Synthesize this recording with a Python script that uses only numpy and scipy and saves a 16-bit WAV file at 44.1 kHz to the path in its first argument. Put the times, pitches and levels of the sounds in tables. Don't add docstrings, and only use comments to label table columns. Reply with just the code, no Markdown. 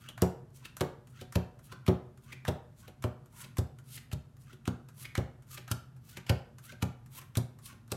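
import sys
import numpy as np
from scipy import signal
from scipy.fft import rfft, irfft
from scipy.io import wavfile
from scipy.ndimage import uniform_filter1d

SR = 44100
rng = np.random.default_rng(int(sys.argv[2]) if len(sys.argv) > 2 else 0)


def materialize(psi):
    bounded = np.clip(np.atleast_2d(psi).T, -1, 1)
    quanta = np.round(bounded * 32767).astype(np.int16)
    wavfile.write(sys.argv[1], SR, quanta)


N = 351036
T = np.arange(N) / SR

# (time [s], tick [dB], hiss [dB], rub [dB], fastest point of the pull [0-1])
CARD_PULLS = [(-.09, -60, -66, -60, 0.6), (.505, -61, -58.5, -65, 0.37), (1.073, -47, -68.5, -60.5, 0.2),
              (1.592, -49, -60.5, -67, 0.46), (2.176, -49, -66.5, -61.5, 0.44),
              (2.726, -64, -60, -63.5, 0.49), (3.260, -51, -48.5, -55.5, 0.88),
              (3.788, -44.5, -47.5, -68, 0.93), (4.369, -53.5, -66, -63.5, 0.26),
              (4.888, -42.5, -49, -63, 0.88), (5.424, -49.5, -48.5, -58, 0.81),
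              (5.966, -52, -56.5, -64, .72), (6.585, -40.5, -54.5, -55, 0.51),
              (7.062, -48, -47, -59.5, 0.78), (7.589, -46.5, -49, -56.5, 0.55)]
# (time [s], scrape [dB], flex [dB], click [dB], flex pitch [Hz], table nudge [dB])
CARD_FLICKS = [(.089, -65, -48.5, -35, 3050, -55.5), (.656, -45, -52, -41.5, 2700, -71),
               (1.214, -49.5, -68, -40, 3200, -41.5), (1.725, -48, -48, -49, 1250, -46.5),
               (2.329, -47, -44.5, -45, 2270, -53), (2.880, -60, -81, -42, 2800, -47.5),
               (3.445, -47.5, -58.5, -54, 2420, -53), (3.979, -46, -55, -58, 2150, -71),
               (4.532, -60, -78, -47, 3300, -58.5), (5.055, -45, -43.5, -53, 2150, -67),
               (5.579, -45, -52.5, -40, 2480, -49.5), (6.172, -48.5, -55, -35, 2300, -44.5),
               (6.723, -54, -69, -46, 2500, -49), (7.216, -62, -69, -42, 2230, -58.5),
               (7.728, -59.5, -84, -71, 1400, -53)]
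# (time [s], body [dB], sheen [dB], corner snap [dB], flex pitch [Hz])
CARD_LANDINGS = [(0.2192, -26, -39, -21.5, 5100), (0.8077, -27.5, -37, -27.5, 4000),
                 (1.3543, -30, -32, -44, 2480), (1.8781, -30, -38, -40, 3200),
                 (2.4789, -27, -32, -31.5, 3430), (3.0389, -34.5, -51, -35, 3000),
                 (3.582, -37.5, -32.5, -30.5, 2980), (4.1269, -41.5, -39, -41, 3200),
                 (4.675, -33.5, -36, -42, 2900), (5.1743, -36.5, -36, -36, 2900),
                 (5.7134, -29, -26.5, -27, 2560), (6.2938, -24, -32, -31, 2860),
                 (6.824, -31, -34, -32, 2960), (7.3705, -36.5, -30, -24, 3820),
                 (7.9175, -31.5, -33.5, -26.5, 4220)]


def undb(db):
    return 10 ** (np.asarray(db) / 20)


def unit(x):
    return x / np.sqrt(np.mean(x ** 2))


def along(hz, points):
    f, value = np.transpose(points)
    return np.interp(np.log(np.maximum(hz, 1)), np.log(f), value)


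def colour(x, points):
    size = 4096
    cepstrum = irfft(np.log(undb(along(np.fft.rfftfreq(size, 1 / SR), points))))
    cepstrum[1:size // 2] *= 2
    cepstrum[size // 2 + 1:] = 0
    return signal.fftconvolve(x, irfft(np.exp(rfft(cepstrum))))[:len(x)]


def resonate(x, hz, width_hz):
    return signal.lfilter(*signal.iirpeak(hz, hz / width_hz, fs=SR), x)


def add(track, s, sound):
    i = max(int(s * SR), 0)
    track[i:i + len(sound)] += sound[:max(N - i, 0)]


def wobble(size, smooth_samples):
    return unit(uniform_filter1d(rng.standard_normal(size), size=smooth_samples))


def background(air_db=-57):
    # (pitch [Hz], half the filter width [Hz], level [dB])
    hum_notes = [(126.6, 10.7, -56.5), (227.4, 14.4, -68.5)]
    # (frequency [Hz], level [dB])
    air_tone = [(20, -58.5), (45, 9), (75, 7.5), (130, 17.5), (190, 1.5), (300, -3.5), (500, -12),
                (1400, -17.5), (2200, -25.5), (5000, -30), (13000, -32.5), (15500, -47)]
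    hum = np.zeros(N)
    for hz, half_width, db in hum_notes:
        band = resonate(rng.standard_normal(N), hz, 2 * half_width)
        hum += undb(db) * unit(resonate(band, hz, 2 * half_width))
    return hum + undb(air_db) * unit(colour(rng.standard_normal(N), air_tone))


def room(x, wet_db, build_s=0.0009):
    # (frequency [Hz], time to fade by 60 dB [s])
    fade_times = [(100, 0.25), (400, 0.58), (800, 0.44), (1600, 0.49), (4000, 0.35), (8000, 0.29),
                  (15000, 0.34)]
    # (frequency [Hz], level [dB])
    echo_tone = [(60, -9.5), (250, -8), (500, -4), (800, 1), (1400, 0.5), (2500, -2.5), (6000, -1.5),
                 (12000, -6), (16000, -9.5)]
    t = T[:int(SR * .7)]
    noise, hz = rfft(rng.standard_normal(len(t))), np.fft.rfftfreq(len(t), 1 / SR)
    edges = np.geomspace(30, SR / 2, 20)
    tail = np.zeros(len(t))
    for lo, hi in zip(edges, edges[1:]):
        band = irfft(noise * ((hz >= lo) & (hz < hi)), len(t))
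        tail += band * np.exp(-np.log(1000) * t / along(np.sqrt(lo * hi), fade_times))
    tail *= 1 - np.exp(-t / build_s)
    tail = colour(tail / np.linalg.norm(tail), echo_tone)
    return x + undb(wet_db) * signal.fftconvolve(x, tail)[:N]


def table_top(blow, scatter_db=3.5, detune=0.0034):
    # (pitch [Hz], level [dB], time to fade by 60 dB [s])
    table_notes = [(69, -14, .3), (84, -2, .22), (118, 0, .23), (143, -6, .27), (178, -1.5, .21),
                   (224, -15, .18), (241, -7, .22), (272, -11, .15), (312, -15, .15), (352, -14, .14),
                   (371, -6, .16), (410, -18, .1), (476, -10, .12), (535, -10, .12), (606, -10, .13),
                   (735, -21, .3), (832, -19, .28), (937, -25, .22), (1287, -28, .15)]
    t = T[:SR // 3]
    hz, note_db, fade_s = np.transpose(table_notes)
    level_luck, pitch_luck, sign_luck = rng.standard_normal((3, len(hz)))
    direction = np.select([hz < 100, hz < 330], [1, -1], np.sign(sign_luck))
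    gain = direction * undb(note_db + along(hz, blow) + scatter_db * level_luck)
    swing = np.sin(2 * np.pi * np.outer(hz * (1 + detune * pitch_luck), t))
    return gain @ (swing * np.exp(-np.log(1000) * np.outer(1 / fade_s, t)))


def table_thumps(thud_db=4, thud_hz=190, thud_s=0.0049, push_s=0.0019, wood_db=-7.5, wood_s=0.03):
    # (time [s], deep notes [dB], low notes [dB], middle notes [dB])
    finger_hits = [(.2222, -22.5, -24, -20.5), (.8105, -29.5, -26.5, -23), (1.3582, -20, -26, -26.5),
                   (1.8835, -14.5, -17.5, -21), (2.482, -23, -28.5, -24), (3.043, -23.5, -34.5, -30),
                   (3.585, -16.5, -30.5, -32.5), (4.130, -25, -40, -43), (4.678, -26.5, -25, -33.5),
                   (5.179, -22, -27.5, -27.5), (5.712, -29.5, -35.5, -42.5), (6.298, -17.5, -30, -24.5),
                   (6.827, -23, -26.5, -32.5), (7.371, -24.5, -27.5, -32.5), (7.919, -34, -39.5, -32)]
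    # (frequency [Hz], level [dB])
    wood_tone = [(120, -23.5), (260, -2.5), (450, 6.5), (800, -2), (1400, -13.5), (2200, -21),
                 (5000, -38.5)]
    out, t = np.zeros(N), T[:SR // 3]
    push = 1 - np.exp(-t / push_s)
    thud = -np.sin(2 * np.pi * thud_hz * t) * np.exp(-t / thud_s)
    for s, deep, low, middle in finger_hits:
        wood = unit(colour(rng.standard_normal(len(t)), wood_tone)) * np.exp(-t / wood_s)
        ring = table_top([(105, deep - 3), (200, low), (420, middle)])
        add(out, s, push * (ring + undb(low + thud_db) * thud + undb(middle + wood_db) * wood))
    for s, *_, nudge_db in CARD_FLICKS:
        add(out, s, push * table_top([(100, nudge_db - 5.5), (400, nudge_db + 1)]))
    return signal.sosfilt(signal.butter(2, 40, "high", fs=SR, output="sos"), out)


def grains(size, spread_db):
    return unit(rng.standard_normal(size) * undb(spread_db * np.minimum(rng.standard_normal(size), 2.5)))


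def paper_ring(hz, width_hz):
    noise = rng.standard_normal((2, len(hz)))
    a, b = signal.sosfilt(signal.butter(2, width_hz / 2, fs=SR, output="sos"), noise)
    phase = 2 * np.pi * np.cumsum(hz) / SR
    return unit(a * np.cos(phase) + b * np.sin(phase))


def card_slides(catch_db=2, rub_db=-4, patchy_db=2, grip_spread=0.1,
                falter_octaves=.08, max_bend_octaves=1.1, bend_s=.028):
    # (frequency [Hz], level [dB])
    hiss_tone = [(1500, -13), (3000, -2.5), (5000, -4.5), (7000, -2), (10000, 0.5), (12500, -0.5),
                 (14000, -4.5), (15800, -12)]
    # (frequency [Hz], level [dB])
    rub_tone = [(100, 6), (380, 11), (520, -16), (730, -22), (1080, 5), (1270, 6), (1430, 21.5),
                (2050, -14.5), (3000, -0.5), (4200, -7.5), (6000, 9.5), (12000, -2)]
    # (pitch [Hz], width [Hz], level [dB])
    card_notes = [(1124, 65, 0), (1530, 150, -4), (2410, 1100, -1), (3260, 2600, -6.5)]
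    out, size = np.zeros(N), SR // 3
    hiss_hz, hiss_shape = np.transpose(hiss_tone)
    for (start, _, hiss_level, rub_level, fastest), (free, *_) in zip(CARD_PULLS, CARD_FLICKS):
        t = T[(T >= start) & (T < free)]
        progress = (t - start) / (free - start)
        speed = np.interp(progress, [0, fastest, 1], [0, 1, 0])
        bent = np.interp(progress, [0, .86, 1], [0, 1, .5])
        grip = np.exp(grip_spread * rng.standard_normal())
        remaining_s = np.maximum(free - t[0] - T[:size], 0)
        depth = max_bend_octaves * rng.random()
        falter = falter_octaves * wobble(size, smooth_samples=500)
        pitch_ratio = grip * 2 ** (depth * np.exp(-remaining_s / bend_s) + falter)
        fibres = grains(size, spread_db=2.5)
        patchy_shape = hiss_shape + patchy_db * rng.standard_normal(len(hiss_hz))
        hiss = unit(colour(fibres, np.transpose([hiss_hz, patchy_shape])))
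        rub = unit(colour(grains(size, spread_db=6.5), rub_tone))
        rub += sum(undb(db + 1) * paper_ring(hz * pitch_ratio, width) for hz, width, db in card_notes)
        catch = undb(catch_db * wobble(size, smooth_samples=220))
        add(out, start, undb(hiss_level) * speed ** 2.93 * (catch * hiss)[:len(t)])
        add(out, start, undb(rub_level + rub_db) * bent ** 2.64 * (catch * rub)[:len(t)])
    return out


def card_flicks(glide=0.0815, lead_s=.03, rise_s=0.006, fall_s=0.0056, scrape_db=1, flex_db=3):
    # (frequency [Hz], level [dB])
    scrape_tone = [(80, -12), (200, 18.5), (400, 8.5), (800, -0.5), (1400, 10.5), (3500, 13.5), (6000, 4.5),
                   (12000, 1), (15500, -6)]
    out, t = np.zeros(N), T[:SR // 8] - lead_s
    swell = np.exp(np.minimum(t / rise_s, -t / fall_s))
    pitch_ratio = 1 + glide * np.tanh(t / fall_s)
    for s, scrape, flex, _, hz, _ in CARD_FLICKS:
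        rasp = undb(scrape + scrape_db) * unit(colour(grains(len(t), spread_db=6), scrape_tone))
        ring = undb(flex + flex_db) * paper_ring(hz * pitch_ratio, width_hz=350)
        add(out, s - lead_s, swell * (rasp + ring))
    return out


def card_contact(force, body_db, sheen_db, flex_hz, flex, patchy_db=1.67):
    hz = np.geomspace(600, 16000, 36)
    db = along(hz, [(2800, body_db), (7500, sheen_db)]) + patchy_db * rng.standard_normal(len(hz))
    return colour(force + flex * resonate(force, flex_hz, width_hz=900), np.transpose([hz, db]))


def click_events(thumb_hz=1390, corner_lag_s=0.0014, free_body_db=5.5, corner_body_db=-12):
    # (time [s], body [dB], sheen [dB], flex pitch [Hz])
    edges = [(0.1784, -30.5, -39, 1140), (.769, -35.5, -30.5, 1460), (1.325, -34.5, -32.5, 1520),
             (1.866, -27, -35, 2570), (2.4521, -26, -35.5, 1370), (3.0251, -32, -35.5, 2500),
             (3.571, -30.5, -35, 1500), (4.1168, -30.5, -40.5, 2740), (4.656, -33, -41, 2680),
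             (5.154, -20.5, -29.5, 1890), (5.6797, -30, -39, 1400), (6.267, -31, -41.5, 2860),
             (7.355, -24, -33.5, 2500), (7.879, -50, -50, 1530)]
    thumb = [(s, db, db, thumb_hz) for s, db, *_ in CARD_PULLS if s > 0]
    free = [(s, db + free_body_db, db, hz) for s, _, _, db, hz, _ in CARD_FLICKS]
    corner = [(s + corner_lag_s, db + corner_body_db, db, hz) for s, _, _, db, hz in CARD_LANDINGS]
    return thumb + free + edges + corner


def card_clicks(chatter=0.084, chatter_s=0.0013, brush_s=0.0014, drag=0.035, drag_s=0.015,
                flap_hz=1300, boost_db=21, snap_db=-29):
    # (frequency [Hz], level [dB])
    click_tone = [(200, -22.5), (700, -9.5), (1400, -11.5), (3000, -12.5), (5000, -11.5), (7000, -6.5),
                  (10000, -9.5), (12500, -7), (15500, -24)]
    lead = SR // 100
    out, t = np.zeros(N), T[:SR // 10] - lead / SR
    for s, body, sheen, flex_hz in click_events():
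        scrape = drag * (t > 0) * np.exp(-t / drag_s) * rng.standard_normal(len(t))
        rattle = chatter * np.exp(np.minimum(t / brush_s, -t / chatter_s)) * grains(len(t), spread_db=4)
        flap = 1.4 * resonate(scrape, flap_hz, width_hz=570)
        hardness = np.clip(undb(sheen - snap_db), .2, 1.3)
        force = (rattle + scrape + flap) / max(hardness, 1)
        force[lead] += hardness
        add(out, s + t[0], card_contact(force, body + boost_db, sheen + boost_db, flex_hz, flex=2.38))
    return colour(out, click_tone)


def card_slaps(lead_s=.03, rise_s=0.0015, fall_s=0.0052, skim_s=0.0077, skim_db=-14, boost_db=7):
    # (frequency [Hz], level [dB])
    slap_tone = [(150, -39.5), (600, -6.5), (1400, -1), (1900, -11.5), (2600, -8.5), (4500, -8.5),
                 (7000, -10.5), (10000, -13.5), (12500, -11), (15500, -30)]
    out, t = np.zeros(N), T[:SR // 8] - lead_s
    after = np.maximum(t, 0)
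    closing = (1 - np.exp(-after / rise_s)) * np.exp(-after / fall_s)
    skim = undb(skim_db) * np.exp(-abs(t) / skim_s)
    for s, body, sheen, _, flex_hz in CARD_LANDINGS:
        force = (closing / closing.max() + skim) * grains(len(t), spread_db=12)
        add(out, s - lead_s, card_contact(force, body + boost_db, sheen + boost_db, flex_hz, flex=0.98))
    return colour(out, slap_tone)


def scene():
    table = room(table_thumps(), wet_db=-13.5, build_s=0.033)
    pile = room(card_slaps() + card_clicks(), wet_db=-8.5)
    deck = room(card_slides() + card_flicks(), wet_db=-3.5)
    return (table + pile + deck + background())[None]


def record(dry):
    return signal.sosfilt(signal.ellip(8, .2, 70, 16000, fs=SR, output="sos"), dry)


dry = scene()
out = record(dry)
materialize(out)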